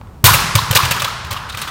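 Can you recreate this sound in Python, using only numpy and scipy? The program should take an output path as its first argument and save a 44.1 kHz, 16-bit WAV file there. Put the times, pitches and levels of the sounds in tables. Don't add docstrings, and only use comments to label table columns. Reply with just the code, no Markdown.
import sys
import numpy as np
from scipy import signal
from scipy.fft import rfft, irfft
from scipy.io import wavfile
from scipy.ndimage import uniform_filter1d

SR = 44100
rng = np.random.default_rng(int(sys.argv[2]) if len(sys.argv) > 2 else 0)


def amplitude_ratio(level_db):
    exponent = np.asarray(level_db, float) / 20
    return 10 ** exponent


def log_audio(samples):
    frames = np.atleast_2d(samples).T
    limited = np.clip(frames, -1, 1)
    pcm = np.round(limited * 32767).astype(np.int16)
    wavfile.write(sys.argv[1], SR, pcm)


N = 74970

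# (time [s], level [dB], length [s], treble [dB])
RATTLES = [(.241, 7, 0.028, 2.5), (0.268, -5.5, 0.04, -3), (0.333, -4.5, 0.023, 13),
           (.552, -1, 0.0096, 0.5), (0.569, -18, 0.015, -4), (0.71, -5, 0.0065, 2), (.726, -14, 0.012, -6),
           (0.75, -6.5, .004, 2), (0.754, -0.5, 0.022, -0.5), (0.822, -21.5, 0.027, -8),
           (0.85, -12.5, 0.0091, -3), (0.909, -6.5, 0.013, 0), (0.963, -16.5, 0.0029, -4),
           (1, -19, 0.012, 3), (1.019, -11, 0.0065, -5), (1.045, -11.5, 0.0059, -3.5),
           (1.083, -29, 0.0059, -24.5), (1.247, -26, 0.0048, -4), (1.263, -36, 0.0067, -15),
           (1.3108, -17.5, 0.0044, -8), (1.317, -17.5, 0.005, -15), (1.326, -18, 0.0092, -7),
           (1.365, -25, 0.0086, -10), (1.49, -29, 0.01, -14), (1.497, -25, 0.006, -15),
           (1.523, -31, 0.022, -7), (1.547, -24.5, 0.0046, -7), (1.5716, -18, 0.0028, -3),
           (1.578, -23, 0.034, -9), (1.6162, -16, 0.0084, -1.5), (1.631, -25.5, 0.023, -16),
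           (1.674, -23, 0.021, -10)]
# (frequency [Hz], level [dB])
METAL_MODES = [(545, -54), (1000, -8.5), (1250, 5), (1570, 9.5), (2100, -24), (2690, 2), (3150, 3),
               (3650, 6.5), (4000, 0.5), (4600, 5.5), (5500, -11), (6850, -35), (9000, 0), (14000, 9.5)]
# (time [s], level [dB], pitch [Hz], length [s])
CLANKS = [(.0715, -44, 2400, 0.00088), (0.252, -2.5, 3740, 0.0098), (0.338, -11, 2550, 0.011),
          (0.552, -7.5, 2200, 0.003), (0.577, -13.5, 3900, 0.016), (0.727, -17.5, 2920, 0.0041),
          (0.749, -8, 4650, 0.0091), (0.761, -10.5, 2690, 0.0098), (0.767, -10, 3830, 0.0075),
          (0.829, -16, 2570, 0.0085), (0.912, -16, 2670, 0.013), (0.964, -29, 2650, 0.0083),
          (0.998, -14.5, 3600, 0.0059), (1.02, -19, 2560, 0.0042), (1.046, -24, 3720, 0.007),
          (1.06, -28, 3780, 0.0101), (1.245, -27.5, 3800, 0.005), (1.306, -21.5, 3900, 0.0079),
          (1.334, -28.5, 3130, 0.014), (1.365, -21.5, 2880, 0.011), (1.495, -26, 3750, 0.013),
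          (1.525, -27, 3830, 0.0043), (1.543, -25.5, 2340, 0.0071), (1.573, -22, 3220, .003),
          (1.587, -24, 2530, 0.0051), (1.616, -23, 3800, 0.016), (1.678, -27, 3400, .012)]
# (time [s], level [dB], pitch [Hz], ring [s])
TICKS = [(.0135, -25, 980, 0.0079), (.0135, -27, 2200, 0.0016), (.0135, -40, 4200, .001),
         (.017, -28, 1100, .004), (.255, -6, 3580, .012), (.259, -5, 2670, .01), (.264, -9, 3550, 0.011),
         (.341, -2.5, 2550, .016), (.763, -5.5, 2617, .02), (.89, -20, 9500, .006),
         (.554, -7.5, 2120, 0.0098), (.9145, -7.5, 2900, 0.0072), (.9145, -8.5, 1550, 0.0096),
         (.188, -52, 6000, .002), (.405, -8.5, 9000, 0.0058), (.998, -12, 13000, 0.0051),
         (1.002, -9, 5500, 0.0038), (1.0197, -9, 1540, .006), (1.021, -11, 9000, .004),
         (1.022, -18, 14800, .008), (1.035, -21, 9000, 0.012), (1.0445, -8.5, 3660, 0.03),
         (1.048, -18, 12300, .005), (1.0835, -21, 14000, .005), (1.2468, -29, 9000, 0.0056),
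         (1.272, -30, 12000, .005), (1.3096, -11.5, 13000, .005), (1.3181, -22, 9000, .004),
         (1.329, -13, 13100, 0.0027), (1.4388, -35, 1500, .004), (1.4678, -26, 1540, 0.0046),
         (1.4912, -32, 9000, .004), (1.4995, -33, 9000, 0.0061), (1.5231, -25, 9000, .006),
         (1.5475, -21, 2320, .006), (1.549, -30, 14000, .006), (1.5725, -34, 3190, .004),
         (1.5728, -23, 13800, 0.0034), (1.581, -22, 8700, .004), (1.591, -26, 14000, .006),
         (1.592, -26, 9500, .004), (1.607, -30, 8800, .003), (1.6154, -12, 9300, .005),
         (1.62, -25, 3860, .008), (1.621, -29, 14500, 0.0052), (1.6758, -25, 8700, .004)]
# (time [s], level [dB], pitch [Hz])
THUMPS = [(.2385, 2, 113.2), (.265, -9.5, 108), (.305, -11, 110), (.345, -12.5, 105), (.438, -20, 163),
          (.55, -4, 110), (.5705, -14, 121), (.704, -8, 118), (.752, -13.5, 120.5), (.831, -12, 104),
          (.855, -18.5, 108), (.906, -20.5, 135), (1.03, -20, 110), (1.2435, -24.5, 100), (1.258, -24, 100),
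          (1.307, -22.5, 105), (1.357, -25.5, 93), (1.54, -24, 116), (1.318, -25, 108)]
# (time [s], level [dB], pitch [Hz])
DECK_RINGS = [(.279, -4, 994), (.289, -1.5, 1034), (.308, -10, 1510), (.554, -10.5, 1125),
              (.5875, -5.5, 1050), (.757, -15, 1143), (.77, -6.5, 1150), (.785, -10, 1057), (.79, -8, 1120),
              (.8, -10.5, 1330), (.803, -9, 1090), (.833, -13, 1120), (.914, -30, 1190), (.948, -17, 1050),
              (.968, -17, 1090), (1.02, -24, 1135), (1.054, -15, 1080), (1.077, -13.5, 1274),
              (1.31, -21.5, 1188), (1.342, -23, 1130), (1.363, -16.5, 1103), (1.398, -24, 1000),
              (1.432, -30, 1100), (1.466, -26, 996), (1.547, -24, 1200), (1.685, -23, 1260)]
# (time [s], level [dB], pitch [Hz])
DECK_FLEXES = [
    (.243, -20.5, 394),
    (.338, -21.5, 541),
    (.552, -21, 565),
    (.726, -22, 526),
    (.758, -20.5, 517),
    (.91, -38, 550),
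    (1.015, -29.5, 568),
    (1.044, -27.5, 560),
    (1.312, -31, 556),
]
# (time [s], level [dB])
ROLL_LEVEL = [
    (0.949, -50),
    (1.1, -37),
    (1.22, -39),
    (1.33, -32),
    (1.47, -33.5),
    (1.56, -38.5),
    (1.7, -30.5),
]
# (frequency [Hz], tail level [dB], t60 [s])
HALL_TAIL = [(55, -5.5, 0.67), (110, -25.5, 1.94), (170, -10.5, 0.79), (293, -11, 1.8), (680, -16.5, 1.87),
             (920, -9.5, 1.38), (1150, -5.5, 1.21), (1500, -7.5, 1.13), (1900, -15, 1.84),
             (2900, -15, 1.11), (5070, -13, 1.18), (8300, -17.5, 0.99), (14700, -10.5, 0.27)]
# (frequency [Hz], level [dB])
AIR_SPECTRUM = [(25, -17), (60, -6.5), (110, -8), (190, -14.5), (330, -22), (900, -32), (3000, -43.5),
                (11800, -50)]
# (frequency [Hz], gain [dB])
MIC_COLOUR = [(200, 1.03), (280, -3.5), (450, 1.23), (7000, -2.5), (9300, -2.5), (11800, -5), (13800, -2.7),
              (15600, -1)]


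def table(rows, hz, column):
    rows = np.array(rows)
    return np.interp(np.log(np.maximum(hz, 1)), np.log(rows[:, 0]), rows[:, column])


def unit(x):
    return x / np.sqrt(np.sum(x ** 4) / np.sum(x ** 2))


def add(out, s, x):
    i = int(s * SR)
    out[i:i + len(x)] += x[:N - i]


def filtered(x, order, hz, kind):
    return signal.lfilter(*signal.butter(order, hz, kind, fs=SR), x)


def rattles():
    rise_s, fall_s, sag_db = 0.00084, 0.0045, -4
    clicks_per_s, click_spread_db = 3000, 2.8
    ring_cycles, detune, mode_spread_db = 70, 0.035, 2.5
    crack_db, crack_hz, sizzle_hz, sizzle_db = 5.5, 1030, 4700, -5.5
    out, t = np.zeros(N), np.arange(SR // 12) / SR
    short = t[:SR // 25]
    hz, db = np.repeat(METAL_MODES, repeats=4, axis=0).T[:, :, None]
    t60 = np.minimum(ring_cycles / hz, 0.04)
    fade = np.exp(-np.log(1000) * short / t60) / np.sqrt(t60)
    for s, level_db, length, treble_db in RATTLES:
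        chance, noise = rng.random((2, len(t))), rng.standard_normal(len(t))
        tune, gain = rng.standard_normal((2, len(hz), 1))
        shape = np.clip(t / rise_s, 0, 1) * amplitude_ratio(sag_db * np.minimum(t / length, 1))
        shape = shape * np.exp(-np.maximum(t - length, 0) / fall_s)
        strength = amplitude_ratio(-click_spread_db * np.log(chance[1] + 0.08)) * np.sign(noise)
        clicks = (chance[0] < clicks_per_s / SR) * strength
        tilt = treble_db * np.clip(np.log2(hz / 3000), 0, 2)
        tones = np.sin(2 * np.pi * hz * (1 + detune * tune) * short)
        body = amplitude_ratio(db + tilt + mode_spread_db * gain) * fade * tones
        ring = unit(signal.fftconvolve((clicks + 0.12 * noise) * shape, body.sum(axis=0))[:len(t)])
        grit = noise * (0.5 + uniform_filter1d(np.abs(clicks), size=24) * 3) * shape
        dull = filtered(grit, 1, sizzle_hz, "low")
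        bright = dull + amplitude_ratio(sizzle_db + 2 * treble_db) * (grit - dull)
        crack = unit(filtered(bright, 2, crack_hz, "high"))
        add(out, s, amplitude_ratio(level_db) * (ring + amplitude_ratio(crack_db) * crack) / 2)
    return out


def clanks():
    out, t = np.zeros(N), np.arange(SR // 20) / SR
    for s, level_db, hz, length in CLANKS:
        fall_s = min(0.004, length)
        jolt = rng.standard_normal(len(t)) * np.exp(-np.maximum(t - length, 0) / fall_s)
        width = 0.6 if length < 0.002 else 0.06
        add(out, s, amplitude_ratio(level_db) * unit(filtered(jolt, 1, [hz / (1 + width), hz * (1 + width)], "band")))
    return out


def ticks():
    snap_db, snap_s, split = -9, 0.0005, 0.07
    out, t = np.zeros(N), np.arange(SR // 40) / SR
    for s, level_db, hz, ring_s in TICKS:
        lower = np.sin(2 * np.pi * hz * (1 - split) * t)
        upper = np.sin(2 * np.pi * hz * (1 + split) * t)
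        ring = np.exp(-4 * t / ring_s) * (lower + upper) / 2
        snap = rng.standard_normal(len(t)) * np.exp(-t / snap_s)
        snap = filtered(snap, 2, [hz / 2, min(2 * hz, 18000)], "band")
        add(out, s, amplitude_ratio(level_db) * (ring + amplitude_ratio(snap_db) * snap))
    return out


def blip(hz, peak_s):
    t = np.arange(int(0.12 * SR)) / SR
    swell = (t / peak_s * np.exp(1 - t / peak_s)) ** 1.75
    return swell * np.sin(2 * np.pi * hz * t)


def knocks(rows, peak_s):
    out = np.zeros(N)
    for s, level_db, hz in rows:
        add(out, s, amplitude_ratio(level_db) * blip(hz, peak_s))
    return out


def wheel_thumps():
    return knocks(THUMPS, peak_s=0.0068)


def deck_rings():
    return knocks(DECK_RINGS, peak_s=0.0027)


def deck_flexes():
    return knocks(DECK_FLEXES, peak_s=0.007)


def rolling():
    grain_db = 3
    s, db = np.array(ROLL_LEVEL).T
    grain = uniform_filter1d(rng.standard_normal(N), size=200) * np.sqrt(200)
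    x = filtered(rng.standard_normal(N) * amplitude_ratio(grain_db * grain), 2, (900, 1570), "band")
    return x / x.std() * amplitude_ratio(np.interp(np.arange(N) / SR, s, db, left=-120))


def hall(x):
    build_s, delay_s, diffuse_hz = 0.0062, 0.005, 639.4
    t, tail, haze = np.arange(N) / SR, 0, 0
    f = np.fft.rfftfreq(N, 1 / SR)
    source = rfft(x * np.clip((N / SR - t) * 200, 0, 1))
    late = np.maximum(t - delay_s, 0)
    for hz in 40 * 2 ** np.arange(0, 9, 1 / 3):
        bell = np.exp(-(np.log2(f / hz + 1e-9) / 0.27) ** 2)
        noise = irfft(rfft(rng.standard_normal(N)) * bell, N) / 20
        band = amplitude_ratio(table(HALL_TAIL, hz, column=1)) * noise
        fade = np.exp(-np.log(1000) * t / table(HALL_TAIL, hz, column=2))
        fade = (1 - np.exp(-late / build_s)) * fade
        if hz < diffuse_hz:
            tail = tail + band * fade
        else:
            energy = irfft(source * bell, N) ** 2 / np.mean(bell ** 2)
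            haze = haze + band * np.sqrt(np.abs(signal.fftconvolve(energy, fade ** 2)[:N]))
    return signal.fftconvolve(x, tail)[:N] + haze


def air():
    colour = amplitude_ratio(table(AIR_SPECTRUM, np.fft.rfftfreq(N, 1 / SR), column=1))
    x = filtered(irfft(rfft(rng.standard_normal(N)) * colour, N), 2, 25, "high")
    return x / x.std() * amplitude_ratio(-37)


def scene():
    rings, flexes = deck_rings(), deck_flexes()
    blows = rattles() + clanks() + ticks() + wheel_thumps()
    far = hall(blows + amplitude_ratio(-7) * rings + amplitude_ratio(-5) * flexes)
    return (blows + rings + flexes + far + air() + rolling())[None]


def roll_off(x):
    return signal.sosfilt(signal.butter(12, 15850, fs=SR, output="sos"), x)


def record(dry):
    overload, knee, top_hz, pad = 2.5, 7.2, 15900, 2048
    wide = np.pad(dry, [(0, 0), (pad, pad)], "reflect")
    f = np.fft.rfftfreq(wide.shape[1], 1 / SR)
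    x = irfft(rfft(wide) * amplitude_ratio(table(MIC_COLOUR, f, column=1)), wide.shape[1])[:, pad:-pad]
    x = x / (1 + np.abs(x / overload) ** knee) ** (1 / knee)
    x = signal.sosfilt(signal.ellip(10, 0.2, 60, top_hz, fs=SR, output="sos"), x)
    return roll_off(np.clip(x, -1, 1))


dry = scene()
out = record(dry)
log_audio(out)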